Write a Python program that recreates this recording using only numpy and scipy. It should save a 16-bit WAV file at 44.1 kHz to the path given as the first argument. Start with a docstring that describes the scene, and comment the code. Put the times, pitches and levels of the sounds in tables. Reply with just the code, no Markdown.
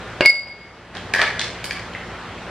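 """Kitchen: an ice cube drops into a glass tumbler close by, knocks on the cube below and rings the glass.
Further off, more cubes clatter in a hollow container; a kitchen appliance hums under it all.
Contacts are noise bursts and damped modes, the glass a set of beating modes, the hum filtered noise and tones.
The loud clink makes the recorder turn itself down for a moment."""
import sys
import numpy as np
from scipy import signal
from scipy.fft import irfft
from scipy.io import wavfile
from scipy.ndimage import uniform_filter1d

SR = 44100
rng = np.random.default_rng(int(sys.argv[2]) if len(sys.argv) > 2 else 0)


def pcm_store(signal):
    """Save signal as 16-bit PCM."""
    levels = np.round(np.clip(np.atleast_2d(signal), -1, 1) * 32767)
    wavfile.write(sys.argv[1], SR, levels.astype(np.int16).T)


N = 110250
TIME = np.arange(N) / SR
CONTACT_S = 0.0002  # time for a contact to build up


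def amp(db):
    """Decibels to gain."""
    return 10 ** (np.asarray(db) / 20)


def unit(x):
    """Scales to rms 1."""
    return x / np.sqrt(np.mean(x ** 2) + 1e-20)


def read(points, hz):
    """Interpolates a table along a log-frequency axis."""
    table_hz, value = np.transpose(points)
    return np.interp(np.log(hz + 1), np.log(table_hz), value)


def add(mix, start_s, sound):
    """Adds a sound to the mix at start_s, cut at the end of the mix."""
    part = mix[:, round(start_s * SR):][:, :sound.shape[-1]]
    part += sound[..., :part.shape[1]]


def drift(size):
    """Smooth complex noise of rms 1 that changes over about size samples."""
    white = rng.standard_normal((2, N))
    a, b = uniform_filter1d(uniform_filter1d(white, size=size), size=size)
    return (unit(a) + 1j * unit(b)) / np.sqrt(2)


# stereo width: (frequency [Hz], side minus mid [dB])
WIDTH_DB = [(60, -58), (150, -26.5), (400, -20), (1000, -18.5), (2000, -15), (3500, -6.5), (5000, -2.5),
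            (8000, 3), (12000, 21)]


def noise(colour, size):
    """Two-channel noise of a given colour, near mono in the bass and wide in the treble; rms 1."""
    hz = np.fft.rfftfreq(size, 1 / SR)
    mid, side = np.exp(2j * np.pi * rng.random((2, len(hz))))
    width = amp(read(WIDTH_DB, hz))
    left_right = np.array([mid + width * side, mid - width * side])
    return unit(irfft(left_right * amp(read(colour, hz)) / np.hypot(1, width), size))


def onset(t, rise_s=CONTACT_S):
    """Smooth start of a contact: sine-squared rise."""
    return np.sin(np.pi / 2 * np.clip(t / rise_s, 0, 1)) ** 2


def burst(colour, t60_s, size=4096):
    """One contact: coloured noise under a fast exponential decay."""
    t = TIME[:size]
    fade = onset(t) * amp(-60 * t / t60_s)
    return unit(noise(colour, size) * fade) * np.sqrt(np.mean(fade ** 2))


def struck(modes, rise_s, size, pitch=1):
    """One contact sets off damped modes at random phases."""
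    t = TIME[:size]
    hz, db, t60_s = np.transpose(modes)
    turns = np.outer(t, hz * pitch) + rng.random(len(hz))
    decay = amp(db - 60 * t[:, None] / t60_s)
    return onset(t, rise_s) * (decay * np.sin(2 * np.pi * turns)).sum(1)


# room decay: (frequency [Hz], t60 [s])
ROOM_T60_S = [(100, 0.11), (600, 0.46), (1800, 0.55), (4600, 0.51), (9000, 0.49), (15000, 0.13)]
ROOM_RISE_S = 0.0063
ROOM_GRAIN_DB = 4.5  # single reflections stand out of the tail


def room(x, size=32768):
    """Grainy kitchen tail excited by the left channel, each band dying at its own speed."""
    grain_db = ROOM_GRAIN_DB * np.clip(drift(size=50).real[:size], -2, 2)
    reflections = noise([(1, 0), (SR, 0)], size) * amp(grain_db)
    hz, t, bands = signal.stft(reflections, SR, nperseg=256)
    decay = amp(-60 * t / read(ROOM_T60_S, hz)[:, None])
    tail = signal.istft(bands * decay, SR, nperseg=256)[1]
    tail = tail * np.minimum(np.arange(tail.shape[1]) / SR / ROOM_RISE_S, 1) ** 2
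    return signal.fftconvolve(x[:1], tail / np.linalg.norm(tail[0]), axes=1)[:, :N]


# air colour: (frequency [Hz], level per Hz [dB])
AIR_COLOUR = [(15, -47), (30, -19), (55, -12), (119, -4), (140, -11), (173, -8), (293, -10), (382, -7.5),
              (525, -8), (802, -10), (1700, -11), (3200, -18.5), (6330, -30.5), (8800, -35.5),
              (10500, -39.5), (14000, -46)]
# hum lines: (frequency [Hz], level [dB])
HUM_LINES = [(58.6, -48.5), (93.5, -51.5), (117, -49.5), (173.5, -47.5), (234, -52), (355, -53),
             (757, -55.5)]
AIR_DB, AIR_PATCH_DB = -34.5, 1.4
HUM_WAVER = 0.23  # rms share of each line


def appliance():
    """Kitchen appliance: steady rush of air with faint drifting patches, plus wavering hum lines."""
    bands = signal.stft(noise(AIR_COLOUR, N), nperseg=1024, noverlap=768)[2]
    patches = uniform_filter1d(rng.standard_normal(bands.shape[1:]), size=10, axis=0)
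    patches = unit(uniform_filter1d(patches, size=14, axis=1))
    air = signal.istft(bands * amp(AIR_PATCH_DB * patches), nperseg=1024, noverlap=768)[1][:, :N]
    hum = 0
    for hz, db in HUM_LINES:
        tone = np.exp(2j * np.pi * (hz * TIME + rng.random()))
        hum = hum + amp(db) * (1 + HUM_WAVER * drift(size=5000)) * tone
    return amp(AIR_DB) * unit(air) + np.sqrt(2) * hum.real


# cube in the tumbler: (time [s], knock level [dB], base level [dB], crack level [dB], ring level [dB],
# ring brightness an octave or more above the lowest mode [dB])
CUBE_DROPS = [(.2078, -9, -12, -18, -27, -20), (.2135, -31, -37, -24, -17.5, -5),
              (.2510, -16.5, -30, -23, -10, -25), (.2588, -10.5, -27, -4.5, 2.5, 1),
              (.2760, -32, -33, -47, -11.5, -1), (.2950, -23, -18.5, -52, -4.5, 6.5),
              (.3430, -34, -29.5, -55, -17, -11), (.3720, -44, -48, -56, -18.5, -23),
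              (.4040, -53, -25, -61, -37, 18), (.4690, -30, -27, -50, -45.5, 23),
              (.4910, -50, -37, -60, -19.5, -37), (.6050, -55, -50, -67, -32.5, -1)]
# contact colours: (frequency [Hz], level per Hz [dB])
KNOCK_COLOUR = [(40, -30), (90, -9), (170, -2), (400, 1.5), (620, -4), (900, -1), (1600, -2.5), (2300, 3),
                (2850, 2.5), (3400, -22), (6000, -37), (15000, -71)]
CRACK_COLOUR = [(200, -27), (1500, -15), (2700, -12), (4600, 9), (5700, -11), (10000, -10.5), (13000, -30),
                (16000, -46)]
# tumbler base on the table: (frequency [Hz], level [dB], t60 [s])
BASE_MODES = [(164, -6.5, 0.029), (233, -9, 0.046), (384, -11, 0.089), (536, -5.5, 0.081),
              (602, -0.5, 0.087)]
# falling cube: (frequency [Hz], level [dB], t60 [s])
CUBE_MODES = [(2787, -3, 0.037), (1604, -1.5, 0.028)]
KNOCK_T60_S, CRACK_T60_S = 0.033, 0.023


def tumbler_contacts():
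    """Falling cube knocks, cracks on the wall and chatters to rest; its modes and the base's respond."""
    contacts = np.zeros((2, N))
    for start_s, knock_db, base_db, crack_db, _, _ in CUBE_DROPS:
        knock = amp(knock_db) * burst(KNOCK_COLOUR, KNOCK_T60_S)
        crack = amp(crack_db) * burst(CRACK_COLOUR, CRACK_T60_S)
        base = amp(base_db) * struck(BASE_MODES, 2 * CONTACT_S, size=16000)
        cube = amp(knock_db) * struck(CUBE_MODES, CONTACT_S, size=16000)
        add(contacts, start_s, knock + crack)
        add(contacts, start_s, base + cube)
    return contacts


RING_HZ, OVERTONE_HZ, PARTNER_HZ = 2184, 4716, 5058  # three of the glass modes
# tumbler, some close pairs beat: (frequency [Hz], level [dB], t60 [s], left-ear phase lead [rad])
GLASS_MODES = [(RING_HZ, 0, 0.48, -0.14), (2230, -15, 0.75, 1.5), (OVERTONE_HZ, -11.5, 0.54, 1.83),
               (4640, -18, 0.88, 3.5), (PARTNER_HZ, -23, 0.65, 5.5), (5020, -14.5, 0.13, 0),
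               (7380, -35.5, 0.4, 0.5), (8120, -32, 0.45, 4.5), (8160, -34, 0.24, 2), (8460, -38, .24, -1),
               (9740, -39, 0.33, 4.5), (10190, -31, .3, 3.5), (10720, -32, 0.18, -2.5),
               (12812, -38, .14, 4), (13700, -38, .1, 4.5), (14300, -44, .1, 0.5)]
# cube leans on the wall and damps the ring: (time [s], level change [dB])
WALL_TOUCHES = [(0.304, -12.5), (.400, -10), (.440, -8.5), (.530, -7.5)]
TOUCH_S, TOUCH_HIGH_SHARE = 0.0075, 0.63  # high modes lose less than the lowest
SOFT_RISE_S = 0.012  # longest rise: a gentle nudge swells the ring
FLUTTER_PER_KHZ, FLUTTER_MAX = 0.07, 0.7


def glass_ring():
    """Blows feed the glass modes, soft ones slowly; touches damp them, the lowest most; high ones flutter."""
    touch_db = sum(db * np.clip((TIME - start_s) / TOUCH_S, 0, 1) for start_s, db in WALL_TOUCHES)
    t, ring = TIME[:SR], 0
    for hz, db, t60_s, lead_rad in GLASS_MODES:
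        decay, level = amp(db - 60 * t / t60_s), np.zeros((1, N))
        height_oct = np.clip(np.log2(hz / RING_HZ), 0, 1)
        damping_db = touch_db * (1 + (TOUCH_HIGH_SHARE - 1) * height_oct)
        for start_s, _, _, _, ring_db, bright_db in CUBE_DROPS:
            rise_s = min(2 * CONTACT_S / amp(ring_db) ** 2, SOFT_RISE_S)
            # earlier touches do not weaken a new blow
            earlier_db = np.interp(start_s, TIME, damping_db)
            blow = amp(ring_db + bright_db * height_oct - earlier_db)
            add(level, start_s, blow * onset(t, rise_s) * decay)
        depth = min(FLUTTER_PER_KHZ * hz / 1000, FLUTTER_MAX)
        flutter = (1 + depth * drift(size=600)) / np.hypot(1, depth)
        tone = flutter * np.exp(2j * np.pi * hz * TIME)
        ears = np.exp(1j * lead_rad * np.array([[0.5], [-0.5]]))
        ring = ring + amp(damping_db) * level * (tone * ears).real
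    return ring


NEAR_ROOM_DB, RING_ROOM_DB = -5.5, -17


def tumbler():
    """Contacts and glass ring, each with its own share of room."""
    contacts, ring = tumbler_contacts(), glass_ring()
    return contacts + ring + amp(NEAR_ROOM_DB) * room(contacts) + amp(RING_ROOM_DB) * room(ring)


# cubes in the container: (time [s], thud level [dB], hollow ring level [dB], click level [dB],
# cube ping level [dB], ping pitch [Hz])
CUBE_CLATTER = [(.951, -39, -33, -31, -34, 1900), (0.969, -32, -38, -31, -26.5, 3240),
                (1.1375, -22.5, -14.5, -16, -10, 2370), (1.1452, -25, -8.5, -35, -28, 1980),
                (1.160, -22.5, -18, -25, -28, 3050), (1.1847, -25, -15, -26, -19, 3130),
                (1.1926, -17.5, -8, -25.5, -10.5, 2000), (1.2153, -20.5, -19, -14.5, -10.5, 2330),
                (1.2166, -21, -30, -30, -11, 3380), (1.2215, -15, -16, -27, -24, 1890),
                (1.226, -19, -16, -26, -24, 3150), (1.238, -25.5, -19, -44, -20, 2000),
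                (1.2645, -45, -16.5, -43, -32, 1900), (1.358, -40, -26, -36, -36, 3210),
                (1.394, -35, -22.5, -15, -16.5, 3330), (1.414, -47, -25, -18.5, -16, 2140),
                (1.4426, -29.5, -39, -23.5, -29, 3300), (1.6419, -34, -38, -23.5, -20, 2230),
                (1.709, -53, -22.5, -22, -13.5, 2327), (1.766, -37, -28, -38, -26, 2270),
                (1.795, -51, -32, -33.5, -25.5, 2000), (1.936, -40, -46, -42, -28, 3100),
                (1.9499, -36, -38, -46, -17, 2034)]
# contact colours: (frequency [Hz], level per Hz [dB])
THUD_COLOUR = [(60, -52), (250, -17.5), (450, -3), (1000, -3), (1400, -3), (2500, -6.5), (6000, -48),
               (15000, -61)]
CLICK_COLOUR = [(200, -30), (1200, -9), (2700, -4.5), (3500, 1), (4600, 0.5), (6000, -7.5), (8000, -13),
                (10000, -14), (11500, -43), (15000, -55)]
# jostled cube: (ratio to its pitch [1], level [dB], t60 [s])
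PING_MODES = [(1, 1.5, 0.014), (1.27, -10.5, 0.013)]
# hollow container: (frequency [Hz], level [dB], t60 [s])
BOX_MODES = [(1713, 2, 0.038), (1628, -2, 0.046), (1867, -2.5, 0.053)]
THUD_T60_S, CLICK_T60_S = 0.056, 0.024
BOX_RISE_S = 0.0025  # the hollow ring builds up slowly


def clatter():
    """Jostled cubes click, thud and ping at their own pitch; all sound the same hollow container."""
    contacts, ring = np.zeros((2, 2, N))
    for start_s, thud_db, ring_db, click_db, ping_db, ping_hz in CUBE_CLATTER:
        thud = amp(thud_db) * burst(THUD_COLOUR, THUD_T60_S)
        click = amp(click_db) * burst(CLICK_COLOUR, CLICK_T60_S)
        ping = amp(ping_db) * struck(PING_MODES, 2 * CONTACT_S, size=3000, pitch=ping_hz)
        add(contacts, start_s, thud + click)
        add(contacts, start_s, ping)
        add(ring, start_s, amp(ring_db) * struck(BOX_MODES, BOX_RISE_S, size=6000))
    return contacts, ring


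# brittle snaps of the ice: (time [s], level [dB])
ICE_SNAPS = [(1.1371, -31), (1.6417, -29), (1.709, -41.5)]
# snap colour: (frequency [Hz], level per Hz [dB])
SNAP_COLOUR = [(2000, -35), (5000, 5), (5800, -10), (8000, -4.5), (11000, -0.5), (14000, -8), (16000, -26)]
SNAP_T60_S = 0.14


def ice_snaps():
    """Brittle snaps: bright noise bursts."""
    snaps = np.zeros((2, N))
    for start_s, db in ICE_SNAPS:
        add(snaps, start_s, amp(db) * burst(SNAP_COLOUR, SNAP_T60_S))
    return snaps


ECHO_S, ECHO_DB = 0.0115, -9.5
FAR_ROOM_DB, BOX_ROOM_DB = -2.5, -6


def container():
    """Clatter and snaps further off, thrown back by a nearby wall with ears swapped, plus room."""
    contacts, ring = clatter()
    contacts = contacts + ice_snaps()
    echo = np.zeros((2, N))
    add(echo, ECHO_S, amp(ECHO_DB) * (contacts + ring)[::-1])
    return contacts + ring + echo + amp(FAR_ROOM_DB) * room(contacts) + amp(BOX_ROOM_DB) * room(ring)


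def scene():
    """Appliance, tumbler and container together."""
    return appliance() + tumbler() + container()


TRIP_DB = -6.5
DUCK_DB, DUCK_FALL_S, DUCK_CREEP_DB_PER_S, DUCK_HOLD_S, DUCK_RELEASE_S = 12.5, 0.011, 6.5, 0.673, 0.029
CEILING, EDGE_HZ = 1, 15400


def record(dry):
    """First loud peak trips the gain control, which ducks, creeps up and lets go; then overload and low-pass."""
    power = uniform_filter1d((dry ** 2).mean(0), size=440)
    tripped = np.maximum.accumulate(power > amp(TRIP_DB) ** 2)
    age_s = np.cumsum(tripped) / SR
    held = np.clip(1 - (age_s - DUCK_HOLD_S) / DUCK_RELEASE_S, 0, 1)
    fall = 1 - np.exp(-age_s / DUCK_FALL_S)
    duck_db = (DUCK_DB - DUCK_CREEP_DB_PER_S * age_s) * fall * held
    ducked = dry * amp(-duck_db)
    limited = ducked / (1 + (ducked / CEILING) ** 8) ** (1 / 8)
    low_pass = signal.firwin(255, EDGE_HZ, window=("kaiser", 9), fs=SR)
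    return signal.oaconvolve(limited, low_pass[None], "same")


dry = scene()
out = record(dry)
pcm_store(out)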